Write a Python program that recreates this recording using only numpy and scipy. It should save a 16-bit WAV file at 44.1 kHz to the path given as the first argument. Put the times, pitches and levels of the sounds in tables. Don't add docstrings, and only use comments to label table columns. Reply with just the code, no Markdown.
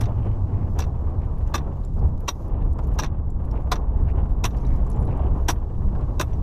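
import sys
import numpy as np
from scipy import signal
from scipy.fft import rfft, irfft, next_fast_len
from scipy.io import wavfile
from scipy.ndimage import uniform_filter1d, minimum_filter1d

SR = 44100
rng = np.random.default_rng(int(sys.argv[2]) if len(sys.argv) > 2 else 0)


def file_out(sig):
    cols = np.atleast_2d(sig).T
    lim = np.clip(cols, -1, 1)
    pcm = np.round(lim * 32767).astype(np.int16)
    wavfile.write(sys.argv[1], SR, pcm)


N = 283122
T = np.arange(N) / SR

BLOWS = [(.009, -36, .0056, -15, 0.0012, 5.5, 1, 0.93, -4, 402, 820, 1200, 1680),
         (.788, -34.5, .013, 0, 0.0041, 2, 2.5, 0, 3, 784, 994, 1500, 1700),
         (1.54, -25.5, .0096, 0, 0.007, 3, -1.5, 0, 2.5, 1168, 1107, 920, 1725),
         (2.279, -27, .005, 6, 0.0075, -3, -4, 0.88, 2.5, 1135, 970, 580, 2660),
         (2.988, -26.5, 0.0089, 0, 0.002, -2.5, -4.5, 1.3, 3.5, 1020, 857, 1210, 1650),
         (3.717, -22, .006, -5, 0.003, 2.5, -4, 2, 1.5, 993, 718, 1226, 1444),
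         (4.44, -25.5, .011, 0, 0.0037, 3, 0, 2.5, -1, 980, 710, 1060, 2010),
         (5.483, -21.5, 0.012, -6, 0.013, 2.5, 2.5, 1, -2, 958, 822, 740, 1595),
         (6.196, -27.5, 0.013, 4, 0.0051, 4, 2, 0, 5.5, 1017, 613, 723, 1503)]


def undb(db):
    return 10 ** (np.asarray(db) / 20)


def unit(x):
    return x / np.sqrt(np.mean(x ** 2) + 1e-18)


def crest(x, size=176):
    return x / np.sqrt(uniform_filter1d(x ** 2, size).max() + 1e-18)


def fade(t, t60):
    return np.exp(-np.log(1000) * t / t60)


def linger(push, decay):
    energy = signal.fftconvolve(push ** 2, decay ** 2)[:len(push)]
    return np.sqrt(np.abs(energy))


def colour(x, points):
    n = next_fast_len(2 * len(x))
    hz, db = np.transpose(points)
    grid_hz = np.fft.rfftfreq(n, 1 / SR)
    gain = undb(np.interp(np.log(grid_hz + 1), np.log(hz), db))
    cepstrum = irfft(np.log(gain), n)
    cepstrum[1:n // 2] *= 2
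    cepstrum[n // 2 + 1:] = 0
    response = np.exp(rfft(cepstrum))
    return irfft(rfft(x, n) * response, n)[:len(x)]


def curves(table):
    s, *columns = np.transpose(table)
    return [np.interp(T, s, c) for c in columns]


def walk(rate_hz):
    k = max(int(SR / rate_hz), 1)
    steps = rng.standard_normal(N)[np.arange(N) // k]
    return unit(uniform_filter1d(uniform_filter1d(steps, k), k))


def add(out, s, sound):
    i = max(int(s * SR), 0)
    out[i:i + len(sound)] += sound[:max(N - i, 0)]


def contacts():
    touch_lead_s, touch_db, touch_thud_db = 0.0028, -12.5, 6
    second_thud_db, second_treble_db = -7, -1
    for s, db, delay_s, second_db, crush_s, thud_db, treble_db, crunch_db, *_ in BLOWS:
        yield s - touch_lead_s, db + touch_db, crush_s, thud_db + touch_thud_db, treble_db, crunch_db
        yield s, db, crush_s, thud_db, treble_db, crunch_db
        yield (s + delay_s, db + second_db, crush_s,
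               thud_db + second_thud_db, treble_db + second_treble_db, crunch_db)
    # start_s, level_db
    knocks = [(0.036, -42), (0.055, -44.5), (0.82, -37.5), (.838, -44), (1.572, -49), (1.578, -39),
              (3.021, -38.5), (3.033, -30.5), (3.043, -34.5), (3.06, -43), (3.7558, -37), (4.506, -53)]
    knock_crush_s, knock_thud_db, knock_treble_db = 0.0025, 2, -11.5
    for s, db in knocks:
        yield s, db, knock_crush_s, knock_thud_db, knock_treble_db, 0


def chisel(bar_db=-4.5, crunch_mix_db=-3, sheet_db=-2, crunch_t60_s=0.05, sheet_t60_s=0.084, grain_db=7.0,
           snap=0.97, rise_s=0.0017, grip=0.0068, patchy_db=3.5, scatter_treble_db=-5, size=11025):
    # mode_hz, level_db, t60_s
    bar_modes = [(1380, -6.5, .023), (1680, -6, .05), (1922, -14, 0.078), (2250, -19, .08),
                 (2650, -10, 0.059), (3220, -10.5, 0.053), (3570, -4.5, 0.062), (3880, -12, .05),
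                 (4100, -13, 0.031), (5110, -9.5, 0.046), (5310, -5.5, 0.022), (5790, 1.5, 0.048),
                 (5950, -3.5, 0.03), (5950, -4, 0.046), (6485, -6, .032), (7350, -16, 0.035),
                 (7750, -12, .05), (8330, -18, .08), (9200, -22, .08), (10000, -23, 0.052),
                 (10600, -16.5, .075), (11700, -23.5, 0.082), (11900, -22, .12), (11800, -23, .11),
                 (12200, -17, .09), (13400, -24, .07), (13900, -24.5, .07), (14500, -22.5, .07)]
    # freq_hz, level_db
    crunch_colour = [(500, -9), (1400, 4), (2100, -2.5), (2700, 4), (3100, -5.5), (3700, 4.5), (4750, -6.5),
                     (5900, 2), (6900, -5), (8900, -10.5), (12000, -7), (15000, -10.5)]
    # freq_hz, level_db
    sheet_colour = [(100, -24.5), (230, -3), (360, 3.5), (530, -8.5), (760, -3), (1120, -1), (1350, -8.5),
                    (2200, -15), (5000, -50)]
    out, t = np.zeros(N), T[:size]
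    hz, mode_db, t60_s = np.transpose(bar_modes)[:, :, None]
    for s, db, crush_s, thud_db, treble_db, crunch_db in contacts():
        noise = rng.standard_normal((4, size))
        pressure = np.clip(t / rise_s, 0, 1) * np.exp(-(t / crush_s) ** 3)
        fractures = crest(pressure * noise[0] * undb(grain_db * noise[1]))

        shifted_hz = hz * (1 + grip * rng.standard_normal(hz.shape))
        modes = undb(mode_db) * np.sin(2 * np.pi * shifted_hz * t) * fade(t, t60_s)
        signs = rng.choice([-1, 1], len(bar_modes))
        ring = signal.fftconvolve(fractures, signs @ modes)[:size]

        scatter = noise[2] * linger(pressure, fade(t, crunch_t60_s))
        scatter = colour(scatter, [(6000, 0.012), (9000, scatter_treble_db)])
        patchy = [(f, level + patchy_db * rng.standard_normal()) for f, level in crunch_colour]
        crunch = colour(snap * fractures + crest(scatter), patchy)

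        thud = colour(noise[3] * linger(pressure, fade(t, sheet_t60_s)), sheet_colour)
        bite = undb(bar_db) * crest(ring)
        bite += undb(crunch_mix_db + crunch_db) * crest(crunch)
        bite += undb(sheet_db + thud_db) * crest(thud)
        add(out, s, undb(db) * colour(bite, [(4500, 0.0021), (10000, treble_db)]))
    return out


def slabs(lag_s=0.0015, rise_s=0.0063, slab_t60_s=0.044, drum_t60_s=0.048, size=6615):
    slab_mode_db = (1.5, -0.5, -6.5, -6.5)
    # mode_hz, thud_rel_db
    drum_modes = [(305, -10), (430, -6.5)]
    out, t = np.zeros(N), T[:size]
    rise = np.minimum(t / rise_s, 1)

    def mode(hz, mode_db):
        return undb(mode_db) * np.sin(2 * np.pi * (hz * t + rng.random()))

    for s, db, _, _, _, thud_db, _, _, slab_db, *modes_hz in BLOWS:
        ring = sum(mode(hz, mode_db) for hz, mode_db in zip(modes_hz, slab_mode_db))
        drum = sum(mode(hz, mode_db) for hz, mode_db in drum_modes)
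        add(out, s + lag_s, undb(db + slab_db) * crest(rise * fade(t, slab_t60_s) * ring))
        add(out, s, undb(db + thud_db) * rise * fade(t, drum_t60_s) * drum)
    return out


def chips(chip_db=-8.5, ring_t60_s=0.046, tick_t60_s=0.017, touch_s=0.0023, grain_db=5.0,
          below_db=-4, above_db=-14, size=3087):
    # touch_end_s, level_db, pitch_hz, ring_rel_tick_db
    landings = [(1.251, -55.5, 3000, -3), (1.384, -52, 12200, -5), (1.476, -45.5, 6240, -14),
                (1.838, -50, 3970, -5), (1.85, -42, 7400, -4), (1.993, -51, 5060, -13),
                (2.179, -52, 6400, -11), (2.206, -46.5, 11900, -8), (2.483, -51, 12300, -8),
                (2.733, -49.5, 8300, -7), (2.789, -45, 5400, -12), (2.838, -50, 6400, -5),
                (2.873, -47, 12100, 0), (2.94, -48, 12000, -8), (3.304, -49.5, 7500, -3.5),
                (3.454, -51.5, 10600, -12), (3.513, -44.5, 5560, -5), (4.574, -47, 4700, -8),
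                (4.586, -50, 5530, -6), (4.611, -54, 6200, 6), (4.652, -44, 3880, -8),
                (4.668, -44, 5800, -4), (4.710, -61, 4300, -8), (4.738, -51, 5000, -11),
                (4.752, -55, 13700, 4), (4.868, -50, 7900, -8), (4.902, -40.5, 10130, 1),
                (4.917, -44, 6230, -12), (4.931, -48, 5630, -8), (4.963, -52, 7540, 0),
                (5.008, -53, 10400, 8), (5.026, -52, 7400, -7), (5.053, -50, 10400, -2),
                (5.075, -49, 3930, -5), (5.176, -51, 8150, -8), (6.012, -49.5, 4070, -7),
                (6.335, -50, 5840, 8)]
    grit_colour = [(800, -9), (3000, -4), (7300, -3), (9000, -4), (11000, 0.5), (14000, -4.5), (16000, -25)]
    out, t = np.zeros(N), T[:size]
    for s, db, hz, ring_db in landings:
        noise = rng.standard_normal((2, size))
        grit = colour(noise[0] * undb(grain_db * noise[1]) * fade(t, tick_t60_s), grit_colour)
        tick = crest(colour(grit, [(hz / 2, below_db), (hz, 0), (hz * 2, above_db)]), size=88)
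        ring = undb(ring_db) * np.sin(2 * np.pi * hz * t) * fade(t, ring_t60_s)
        chip = np.minimum(t / touch_s, 1) * (tick + ring)
        add(out, s - touch_s, undb(db + chip_db) * crest(chip, size=44))
    return out


def lake(x, echo_db=-36, t60_s=0.36):
    noise = rng.standard_normal(SR) * fade(T[:SR], t60_s)
    tail = colour(noise, [(300, 47.5), (6000, -20), (14000, -8.5)])
    echo = signal.fftconvolve(x, tail / np.linalg.norm(tail))[:N]
    return x + undb(echo_db) * echo


def skitter(crumbs_per_s=600, spread_db=6.0, crumb_t60_s=0.012, size=441, kinds=10):
    # start_s, length_s, level_db
    showers = [(.95, 0.37, -77.5), (1.314, 0.18, -75), (1.652, 0.28, -75.5), (1.872, 0.26, -73),
               (2.598, 0.13, -74), (2.762, 0.24, -69), (3.35, 0.33, -73.5), (3.92, 0.47, -76.5),
               (4.552, .09, -65.5), (4.645, 0.15, -67), (4.76, .4, -73), (5.8, .12, -79.5),
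               (6.262, 0.11, -74.5)]
    crumb_colour = [(800, -4.5), (2200, 2), (3800, -4.5), (7000, -4), (8800, -10.5), (11500, -6),
                    (15000, -18.5)]
    out, t = np.zeros(N), T[:size]
    for s, length_s, db in showers:
        n, shower = int(length_s * SR), 0
        for _ in range(kinds):
            chance = rng.random((SR // 2, 2))[:n]
            lands = chance[:, 0] < crumbs_per_s / kinds / SR
            landings = lands * undb(-spread_db * np.log(chance[:, 1] + .04))
            tick = rng.standard_normal(size) * fade(t, crumb_t60_s)
            shower = shower + signal.fftconvolve(landings * signal.windows.tukey(len(landings), .3), tick)
        add(out, s, undb(db) * unit(colour(shower, crumb_colour)))
    return out


def clothing(creases_per_s=1000, spread_db=6.5, rustle_db=0):
    # start_s, length_s, level_db, centre_hz
    rustles = [(.1, 0.33, -64, 2280), (.42, 0.33, -66.5, 2000), (1.19, 0.08, -62, 1850),
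               (2.024, 0.066, -64, 1385), (2.45, .25, -77, 2220), (2.783, .027, -40.5, 1024),
               (3.534, 0.07, -60.5, 2040), (4.07, 0.06, -56.5, 2070), (4.56, 0.28, -61, 1700),
               (5.099, 0.037, -56, 2000), (5.09, 0.27, -66, 2350), (5.945, 0.024, -47.5, 1200),
               (6.315, 0.039, -63.5, 2600)]
    out = np.zeros(N)
    for s, length_s, db, hz in rustles:
        n = int(length_s * SR)
        chance = rng.random((SR, 2))[:n]
        creases = (chance[:, 0] < creases_per_s / SR) * undb(-spread_db * np.log(chance[:, 1] + 0.022))
        run = np.pad(creases * signal.windows.hann(n), (0, SR // 200))
        fabric = [(hz / 6, -25), (hz / 2, -3), (hz, 0), (1.4 * hz, -2), (1.26 * hz, -13),
                  (4 * hz, -30), (8 * hz, -48)]
        add(out, s, undb(db + rustle_db) * unit(colour(run, fabric)))
    return out


def high_hiss(grain_db=1.5):
    # start_s, length_s, level_db
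    hiss_swells = [(0.622, 0.32, -72), (1.48, .045, -72), (2.186, 0.36, -69.5), (3.634, .22, -74),
                   (4.46, 0.12, -70), (5.3, 0.25, -72), (6.11, .13, -76)]
    envelope = np.zeros(N)
    for s, length_s, db in hiss_swells:
        add(envelope, s, undb(db) * signal.windows.tukey(int(length_s * SR), .6))
    hiss = colour(rng.standard_normal(N), [(2000, -7.0), (4500, -1.5), (6200, 2.5), (8800, -9.5),
                                           (12000, 0.0), (15000, -16.5)])
    return envelope * undb(grain_db * walk(150)) * unit(hiss)


def wind(buffet_db=-2, eddy_db=-5, rush_db=5.5, hiss_db=-26.5, hiss_growth=1.3, eddy_rate_hz=40,
         flutter_db=2.0, flicker_db=4.0):
    # time_s, level_db
    gusts = [(0.0, -21), (1.35, -23), (1.47, -21), (1.53, -25.5), (1.88, -25), (2.05, -16.5), (2.32, -31.5),
             (2.66, -17.5), (2.79, -24), (2.93, -17.5), (2.99, -23.5), (3.85, -22), (4.0, -17.5),
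             (4.62, -22.5), (4.71, -16.5), (4.9, -21), (5.02, -18.5), (5.18, -22), (5.3, -17.5),
             (5.72, -25.5), (5.87, -17.5), (5.94, -21), (6.29, -24.5), (6.35, -21.5), (6.42, -20.5)]
    # time_s, level_db
    airflow = [(0.0, -38.5), (.6, -41.5), (.85, -39), (1.05, -40), (1.25, -37.5), (1.45, -43.5),
               (1.65, -39.5), (1.92, -48), (2.05, -39), (2.13, -44.5), (2.4, -43.5), (2.6, -38.5),
               (2.72, -42.5), (2.97, -38.5), (3.28, -47), (3.55, -38), (3.95, -41.5), (4.12, -37.5),
               (4.35, -40), (4.62, -41), (4.75, -40), (5.2, -35.5), (5.68, -44), (6.03, -38.5), (6.42, -43)]
    # time_s, shedding_hz
    shedding = [(0, 106), (1.4, 69), (2.1, 77.87), (4.7, 52.98), (6.42, 67.76)]
    # freq_hz, level_db
    buffet_colour, rush_colour, hiss_colour = [(10, -7), (25, 4), (42, 2), (70, -3.5), (120, -6.5),
                                               (170, -14.5), (260, -22), (500, -36), (1200, -95)], [(80, 9), (180, 6), (300, 1.5), (420, 0),
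                                                               (600, -3.5), (850, -4.5), (1120, -9),
                                                               (1400, -22), (2000, -35.5), (4000, -66)], [(700, -17.5), (1500, 10),
                                                                             (2200, 0.5), (2900, -0.5),
                                                                             (3600, -9), (5000, -31),
                                                                             (9000, -45.5)]
    low_db, = curves(gusts)
    mid_db, = curves(airflow)
    shed_hz, = curves(shedding)
    phase = 2 * np.pi * np.cumsum(shed_hz) / SR
    eddies = unit(walk(eddy_rate_hz) * np.sin(phase) + walk(eddy_rate_hz) * np.cos(phase))
    buffet, rush, hiss = (unit(colour(rng.standard_normal(N), c))
                          for c in (buffet_colour, rush_colour, hiss_colour))
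    pressure = undb(buffet_db) * buffet + undb(eddy_db) * eddies
    pressure /= np.sqrt(uniform_filter1d(pressure ** 2, SR // 8))
    flutter = undb(flutter_db * (0.13 * pressure + walk(55)))
    mean_db = mid_db.mean()
    high_db = mean_db + hiss_growth * (mid_db - mean_db) + flicker_db * walk(110)
    air = undb(mid_db + rush_db) * rush + undb(high_db + hiss_db) * hiss
    return undb(low_db) * pressure + flutter * air


def hush(level_db=-77, swell_db=4.5):
    air = colour(rng.standard_normal(N), [(1500, -6.5), (4000, 1.5), (6300, -1), (7800, -2.5),
                                          (8800, -10.0), (12000, -6.0), (15000, -17.5)])
    return undb(level_db + swell_db * walk(1.3)) * unit(air)


def scene():
    ice = lake(chisel() + slabs() + chips())
    return (ice + skitter() + hush() + high_hiss() + clothing() + wind())[None]


def record(dry, ceiling=.34, top_hz=15250, size=66):
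    allowed = ceiling / np.maximum(np.abs(dry), ceiling)
    limited = dry * uniform_filter1d(minimum_filter1d(allowed, size), size)
    low_pass = signal.ellip(8, .2, 70, top_hz, fs=SR, output="sos")
    return signal.sosfilt(low_pass, limited)


dry = scene()
out = record(dry)
file_out(out)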